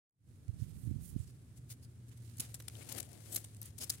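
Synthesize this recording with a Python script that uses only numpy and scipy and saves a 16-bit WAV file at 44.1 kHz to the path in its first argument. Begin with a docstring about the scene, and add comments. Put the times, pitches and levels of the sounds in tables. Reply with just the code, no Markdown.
"""A low outdoor rumble and faint hiss fade in as a microphone is pushed through dry stalks and fronds.
Leaves rustle over its two ports by stick-slip friction, and early on air buffets the right port.
Fibres snap in tight clusters of tiny fractures, leaves swish past, and a far engine drones and sinks
in pitch. In the second half, scraping stalks excite the resonances of the housing."""
import sys
import numpy as np
from scipy import signal
from scipy.fft import rfft, irfft
from scipy.io import wavfile

SR = 44100
rng = np.random.default_rng(int(sys.argv[2]) if len(sys.argv) > 2 else 0)


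def persist_wave(psi):
    """Save psi, clipped to +-1, as 16-bit WAV."""
    counts = np.round(np.clip(psi, -1, 1) * 32767).astype(np.int16)
    wavfile.write(sys.argv[1], SR, np.atleast_2d(counts).T)


N = 176400
TIME = np.arange(N) / SR

# Spectra of the noise sources. Each row: frequency in Hz, relative level in dB.
RUMBLE_SPECTRUM = [(22,-31),(45,-21.5),(65,-5),(80,0),(130,1),(175,-10.5),(290,-14),(400,-22),(600,-32.5),(1000,-47.5),(3000,-73.5)]
HISS_SPECTRUM = [(100,12.5),(700,2.5),(1600,3.5),(3000,-1.5),(6300,-2.5),(8800,1.5),(11500,-5.5),(16000,-11.5)]
SLIDE_SPECTRUM = [(300,-4.5),(1000,-7),(2200,-4),(4000,-3),(5500,-3.5),(7500,-1),(9500,2),(12000,-4),(16000,-10)]
GUST_SPECTRUM = [(25,-29.5),(45,-5),(70,1),(110,-0.5),(170,-3.5),(250,-15.5),(400,-34.5),(800,-49.5),(2000,-69)]
SNAP_SPECTRUM = [(250,-11),(600,-12.5),(1100,-15.5),(2200,-10.5),(3600,-6.5),(5500,-4),(8000,-0.5),(10200,0.5),(12500,-5),(16000,-11)]
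SWISH_SPECTRUM = [(300,-7.5),(1000,-14),(1900,-9),(3000,-6.5),(5500,-5),(7500,-1),(10200,0.5),(12500,-5.5),(16000,-8.5)]
# Envelopes of the sustained sources and the whole scene. Each row: time in seconds, level in dB.
SLIDE_LEFT_LEVEL = [(.3,-82),(1.25,-68.5),(1.5,-78.5),(2.1,-76.5),(2.35,-66.5),(2.41,-52),(2.5,-61),(2.68,-63),(2.77,-54),(2.85,-54),(2.97,-51.5),(3.06,-59),(3.16,-57),(3.21,-57.5),(3.35,-51.5),(3.58,-69),(3.67,-56.5),(3.76,-71),(3.82,-53),(4,-61)]
SLIDE_RIGHT_LEVEL = [(.3,-70),(.55,-73),(.63,-66),(1.2,-66.5),(1.35,-73.5),(2.05,-75),(2.3,-59.5),(2.36,-68),(2.41,-53),(2.57,-67),(2.78,-63),(2.86,-63),(2.9,-56.5),(2.99,-56.5),(3.1,-69.5),(3.22,-69.5),(3.33,-57),(3.43,-64),(3.75,-71),(4,-62.5)]
GUST_LEVEL = [(.3,-59),(.45,-65),(.55,-43.5),(.7,-46),(.81,-43.5),(.87,-36),(.95,-39.5),(1.01,-43),(1.08,-50.5),(1.14,-39),(1.25,-49.5),(1.33,-61),(1.6,-82)]
SCRAPE_LEVEL = [(2.2,-84),(2.37,-94),(2.405,-61.5),(2.48,-68.5),(2.65,-75),(2.8,-60),(2.86,-62.5),(2.99,-50),(3.04,-65.5),(3.14,-60.5),(3.25,-68),(3.37,-54.5),(3.44,-73),(3.76,-72.5),(3.83,-56.5),(3.88,-70),(3.93,-83),(4,-73)]
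FADE_IN_LEVEL = [(0,-72),(.12,-46.5),(.2,-22),(.29,-4.5),(.5,-1)]
# Bumps of air. Each row: centre in seconds, level in dB, pitch in Hz, knock relative to thud in dB.
AIR_BUMPS = [(.494,-26.5,96,-21.5),(.625,-25.5,108,-15),(.874,-35,109,-4),(0.895,-34.5,99,-5.5),(0.913,-29,83.5,-3.5),(.945,-32.5,131,-17),(0.962,-31.5,107,-7),(1.164,-26.5,128,-3.5),(1.205,-28.5,95.7,-35),(2.399,-38,136,-0.5)]
# Cracking fibres and passing leaves. Each row: start in seconds, hold in seconds, relative level in dB,
# left over right in dB, tilt in dB per octave, resonance in Hz, its height in dB.
FIBRE_SNAPS = [(0.481, 0.0018, -60.5, -19, -4.5, 8200, 5), (0.693, 0.0044, -63, -11, -3, 13500, 14),
               (1.575, 0.0023, -59, 9, -1, 8100, 8), (2.083, 0.014, -64, 1, -1, 8500, 2),
               (2.173, 0.01, -63.5, 9, -0.3, 2100, 6), (2.37, 0.003, -54, 5, 3, 9400, 4),
               (2.382, 0.0052, -49.5, -3, 2.6, 2000, 8), (2.3986, 0.0081, -32.5, 0.5, 0.5, 9400, 3),
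               (2.412, 0.0026, -44, -1, 3, 9200, 1), (2.543, 0.0053, -41.5, 8, 0.7, 2800, 0),
               (2.547, 0.01, -49, 2, -1.0, 8000, 2), (2.593, 0.002, -58, 18, 5, 12700, 8),
               (2.601, 0.006, -49.5, -5, -6.5, 12900, 11), (2.623, 0.0022, -53, 2, 1, 2000, 14),
               (2.6824, 0.0032, -38, 42, -3.5, 9060, 7.5), (2.698, 0.0025, -56, -13, -6.5, 2000, 2),
               (2.753, 0.0014, -49, 17, -5.5, 3240, 13), (2.89, 0.0084, -44.5, 12, -1.5, 7600, 1),
               (2.919, 0.0013, -42, 26, -3.76, 13500, 5), (2.924, 0.0017, -36, 20, 2.3, 2000, -7),
               (2.949, 0.0012, -43, 18, -3, 2000, 2), (2.981, 0.0073, -38.5, 22, -2, 12400, 7),
               (3.001, 0.0045, -36.5, 32, -0.5, 11400, 5), (3.029, 0.0014, -45, 26, -0.7, 7850, 7),
               (3.131, 0.0011, -50.5, 25, -0.2, 2000, 15.5), (3.346, 0.005, -35, 17, 6, 11600, 15),
               (3.3603, 0.0063, -29.5, 0, 1.5, 13200, 6), (3.374, 0.0062, -45, 2, -3.7, 9400, -1),
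               (3.443, 0.0063, -46.5, 0, -1.7, 8000, 6), (3.547, 0.0022, -55, 2, -1, 7660, 5),
               (3.567, 0.0025, -55, 11, 1, 8100, 7.5), (3.616, 0.0021, -39, 14, 7, 12600, 10),
               (3.621, 0.0048, -53, 2, -4.5, 6000, 7), (3.629, 0.0024, -44, 9, 6.8, 2000, 10),
               (3.656, 0.004, -47, 8, 8, 2000, 10), (3.781, 0.012, -46.5, 12, 1.2, 8400, 2),
               (3.839, 0.0054, -40, 16, 5.5, 5400, 3), (3.8973, 0.0087, -29.5, 3, 2, 4980, 8.5)]
LEAF_SWISHES = [(0.593, 0.046, -64.5, -18, -1.3, 5730, 4), (0.766, 0.094, -65.5, -12, 7.5, 1930, 16),
                (1.034, 0.066, -55.5, -17, 6.5, 1980, 6), (1.195, 0.047, -63.5, -13, -0.5, 7800, 8),
                (1.272, 0.031, -66, -1, -1, 5000, 8), (1.566, 0.02, -64.5, 3, -0.5, 7600, 4),
                (1.703, 0.023, -49.5, 3, 0.5, 4970, 3.5), (1.829, 0.02, -61.5, 2, 1.2, 4760, 8.5),
                (2.114, 0.017, -65.5, -6, -4, 13500, 0), (2.423, 0.028, -55.5, 1, -2.9, 12700, 6),
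                (2.81, 0.017, -54.5, 17, -5, 2230, 11), (2.902, 0.027, -50.5, 22, -2.2, 2000, 0),
                (2.965, 0.025, -47.5, 22, -2, 12800, 5), (3.325, 0.053, -44.5, 7.5, 4, 12900, 1.5),
                (3.644, 0.032, -58.5, -11, -1.5, 1980, 5), (3.812, 0.027, -41.5, 3.5, -0.5, 5170, 4),
                (3.914, 0.033, -50, 0.5, -0.9, 8100, 1.5)]
# The engine's drone. Each row: time in seconds, fundamental in Hz, level in dB.
ENGINE_DRONE = [(.3,123,-79),(1.4,122,-58),(2,119,-55.5),(2.65,112,-54.5),(3.3,108,-56.5),(4,104,-57)]
# Modes of the housing. Each row: frequency in Hz, bandwidth in Hz, relative gain in dB.
HOUSING_MODES = [(228,42,2.5),(348,109,0),(548,150,-3.5),(704,64,-2),(800,140,-11),(2000,650,-20)]


def from_db(db):
    """Amplitude grows tenfold for every 20 dB."""
    return 10 ** (np.asarray(db) / 20)


def unit_rms(x):
    """Normalisation to a mean power of one."""
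    return x / np.sqrt(np.mean(x ** 2) + 1e-20)


def in_time(rows):
    """Linear interpolation of each column at every sample."""
    times, *columns = np.transpose(rows)
    return [np.interp(TIME, times, column) for column in columns]


def gain_curve(rows):
    """An amplitude envelope, linear in dB between its points."""
    return from_db(in_time(rows)[0])


def pan(db):
    """Constant-power panning: left exceeds right by db."""
    return unit_rms(from_db([[db / 2], [-db / 2]]))


def colour(x, spectrum, ripple_db=0):
    """Minimum-phase filtering to a spectrum with optional random resonances, at unit power."""
    n = x.shape[-1]
    hz = np.maximum(np.arange(n // 2 + 1) * SR / n, 1)
    points_hz, points_db = np.transpose(spectrum)
    db = np.interp(np.log(hz), np.log(points_hz), points_db)
    db -= 10 * np.log10(1 + (points_hz[0] / 2 / hz) ** 4)  # bass roll-off
    db += ripple_db * np.interp(hz / 300, np.arange(200), rng.standard_normal(200))
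    cepstrum = irfft(np.log(from_db(db)), n)
    cepstrum[1:n // 2] *= 2  # folding makes the filter causal
    cepstrum[n // 2 + 1:] = 0
    return unit_rms(irfft(rfft(x) * np.exp(rfft(cepstrum)), n))


def impulses(n, per_s, spread_db):
    """A Poisson process of tiny slips or fractures, very uneven in size."""
    sizes = from_db(spread_db * np.minimum(rng.exponential(1, n), 4))
    return unit_rms(sizes * rng.choice([-1, 1], n) * (rng.random(n) < per_s / SR))


def at_ports(n, per_s, spread_db, shared):
    """Partial coherence: a share of the impulses reaches both ports, slightly apart in time."""
    both, left, right = [impulses(n, per_s, spread_db) for _ in range(3)]
    lag_s = rng.normal() * 0.0002
    common = np.array([both, np.roll(both, int(lag_s * SR))])
    return np.sqrt(shared) * common + np.sqrt(1 - shared) * np.array([left, right])


def flutter(n, per_s, depth_db):
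    """Random amplitude modulation, as a gain."""
    wander = np.interp(np.arange(n) * per_s / SR, np.arange(4000), rng.standard_normal(4000))
    return from_db(depth_db * wander)


def leaf_burst(row, excitation, spectrum, attack_s, release_s, ripple_db):
    """Source and filter: impulses swell, hold and decay, exciting one leaf's resonances."""
    start, hold, db, side_db, tilt_db, ring_hz, ring_db = row
    n = excitation.shape[-1]
    first = max(int(start * SR) - n // 3, 0)
    t = (first + np.arange(n)) / SR - start
    envelope = np.exp(np.minimum(t, 0) / attack_s - np.maximum(t - hold, 0) / release_s)
    points_hz, points_db = np.transpose(spectrum)
    hz = np.geomspace(points_hz[0], points_hz[-1], 120)
    leaf_db = np.interp(np.log(hz), np.log(points_hz), points_db)
    leaf_db += tilt_db * np.log2(np.clip(hz, 1470, 12700))
    leaf_db += ring_db * np.exp(-(np.log2(hz / ring_hz) / 0.2) ** 2)  # half width 0.2 octave
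    sound = colour(excitation * envelope, np.c_[hz, leaf_db], ripple_db)
    sound *= np.sqrt(np.mean(envelope ** 2))
    out = np.zeros((2, N + n))
    out[:, first:first + n] = from_db(db) * pan(side_db) * sound
    return out[:, :N]


def pressure_pulse(centre_s, hz, width_cycles):
    """A wave packet: a cycle or two of a windowed sinusoid."""
    cycles = (TIME - centre_s) * hz
    window = np.exp(-np.minimum(np.abs(cycles / width_cycles), 10) ** 1.37)
    return np.sqrt(2) * np.sin(2 * np.pi * (cycles + rng.random())) * window


def rumble_and_hiss(shared=0.88):
    """Ambient noise: the rumble is largely coherent between the ports, the hiss incoherent."""
    air = np.sqrt(shared) * rng.standard_normal(N) + np.sqrt(1 - shared) * rng.standard_normal((2, N))
    rumble = from_db(-55) * colour(air, RUMBLE_SPECTRUM)
    hiss = from_db(-73) * colour(rng.standard_normal((2, N)), HISS_SPECTRUM)
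    return rumble + hiss


def sliding_leaves():
    """Stick-slip friction: leaves grip the ports unevenly, giving a fine rustle with lone dry ticks."""
    level = np.array([gain_curve(SLIDE_LEFT_LEVEL), gain_curve(SLIDE_RIGHT_LEVEL)])
    friction = at_ports(N, per_s=6000, spread_db=3.5, shared=0.12) * flutter(N, per_s=130, depth_db=2.2)
    ticks = from_db(-9) * at_ports(N, per_s=130, spread_db=2.5, shared=0.56)
    return level * colour(friction + ticks, SLIDE_SPECTRUM)


def buffeting_air():
    """Pressure fluctuations on the right port alone: a gust, and thuds topped by a harder knock."""
    air = gain_curve(GUST_LEVEL) * colour(rng.standard_normal(N), GUST_SPECTRUM)
    for centre_s, db, hz, knock_db in AIR_BUMPS:
        thud = pressure_pulse(centre_s, hz, width_cycles=0.75)
        knock = pressure_pulse(centre_s, hz=236, width_cycles=0.78)
        air += from_db(db) * (thud + from_db(knock_db) * knock)
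    low_cut = signal.butter(2, 38, "high", fs=SR, output="sos")
    return np.array([np.zeros(N), signal.sosfilt(low_cut, air)])


def snapping_fibres():
    """Brittle fracture: each crack is a few milliseconds of packed tiny breaks."""
    out = np.zeros((2, N))
    for row in FIBRE_SNAPS:
        breaks = at_ports(2 ** 12, per_s=9000, spread_db=5.5, shared=0.44)
        out += leaf_burst(row, breaks, SNAP_SPECTRUM, attack_s=0.00096, release_s=0.0013, ripple_db=1.45)
    return out


def swishing_leaves():
    """Dense, fluttering friction as leaves brush past; the quicker the pass, the sharper its edges."""
    n = 2 ** 14
    out = np.zeros((2, N))
    for row in LEAF_SWISHES:
        attack_s, release_s = 0.28 * row[1], 0.35 * row[1]  # shares of the hold
        slips = at_ports(n, per_s=7000, spread_db=3.5, shared=0.33)
        slips *= flutter(n, per_s=300, depth_db=2.0)
        out += leaf_burst(row, slips, SWISH_SPECTRUM, attack_s, release_s, ripple_db=1.6)
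    return from_db(0.33) * out


def far_engine():
    """A periodic source: a fundamental and weak second harmonic sink in pitch and waver in level."""
    hz, db = in_time(ENGINE_DRONE)
    phase = 2 * np.pi * np.cumsum(hz) / SR
    tone = np.sin(phase) + from_db(-22) * np.sin(2 * phase)
    return np.sqrt(2) * from_db(db) * flutter(N, per_s=14, depth_db=2.6) * tone


def scraping_stalks():
    """Forced vibration: coarse slips drive the housing's damped modes, summed in alternating sign."""
    slips = at_ports(N, per_s=1500, spread_db=4, shared=0.36)
    housing = np.zeros((2, N))
    for k, (hz, width_hz, db) in enumerate(HOUSING_MODES):
        radius = np.exp(-np.pi * width_hz / SR)
        feedback = [1, -2 * radius * np.cos(2 * np.pi * hz / SR), radius ** 2]
        mode = (1 - radius ** 2) * signal.lfilter([1, 0, -1], feedback, slips)
        housing += (-1) ** k * from_db(db) * mode
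    return gain_curve(SCRAPE_LEVEL) * pan(db=14) * unit_rms(housing)


def scene():
    """Superposition of all sources at the two ports."""
    return (rumble_and_hiss() + sliding_leaves() + buffeting_air() + snapping_fibres()
            + swishing_leaves() + far_engine() + scraping_stalks())


def record(dry):
    """Band limiting: the level fades in and a steep low-pass removes the highest treble."""
    low_pass = signal.ellip(10, 0.2, 70, 15850, fs=SR, output="sos")
    return signal.sosfilt(low_pass, dry * gain_curve(FADE_IN_LEVEL))


dry = scene()
out = record(dry)
persist_wave(out)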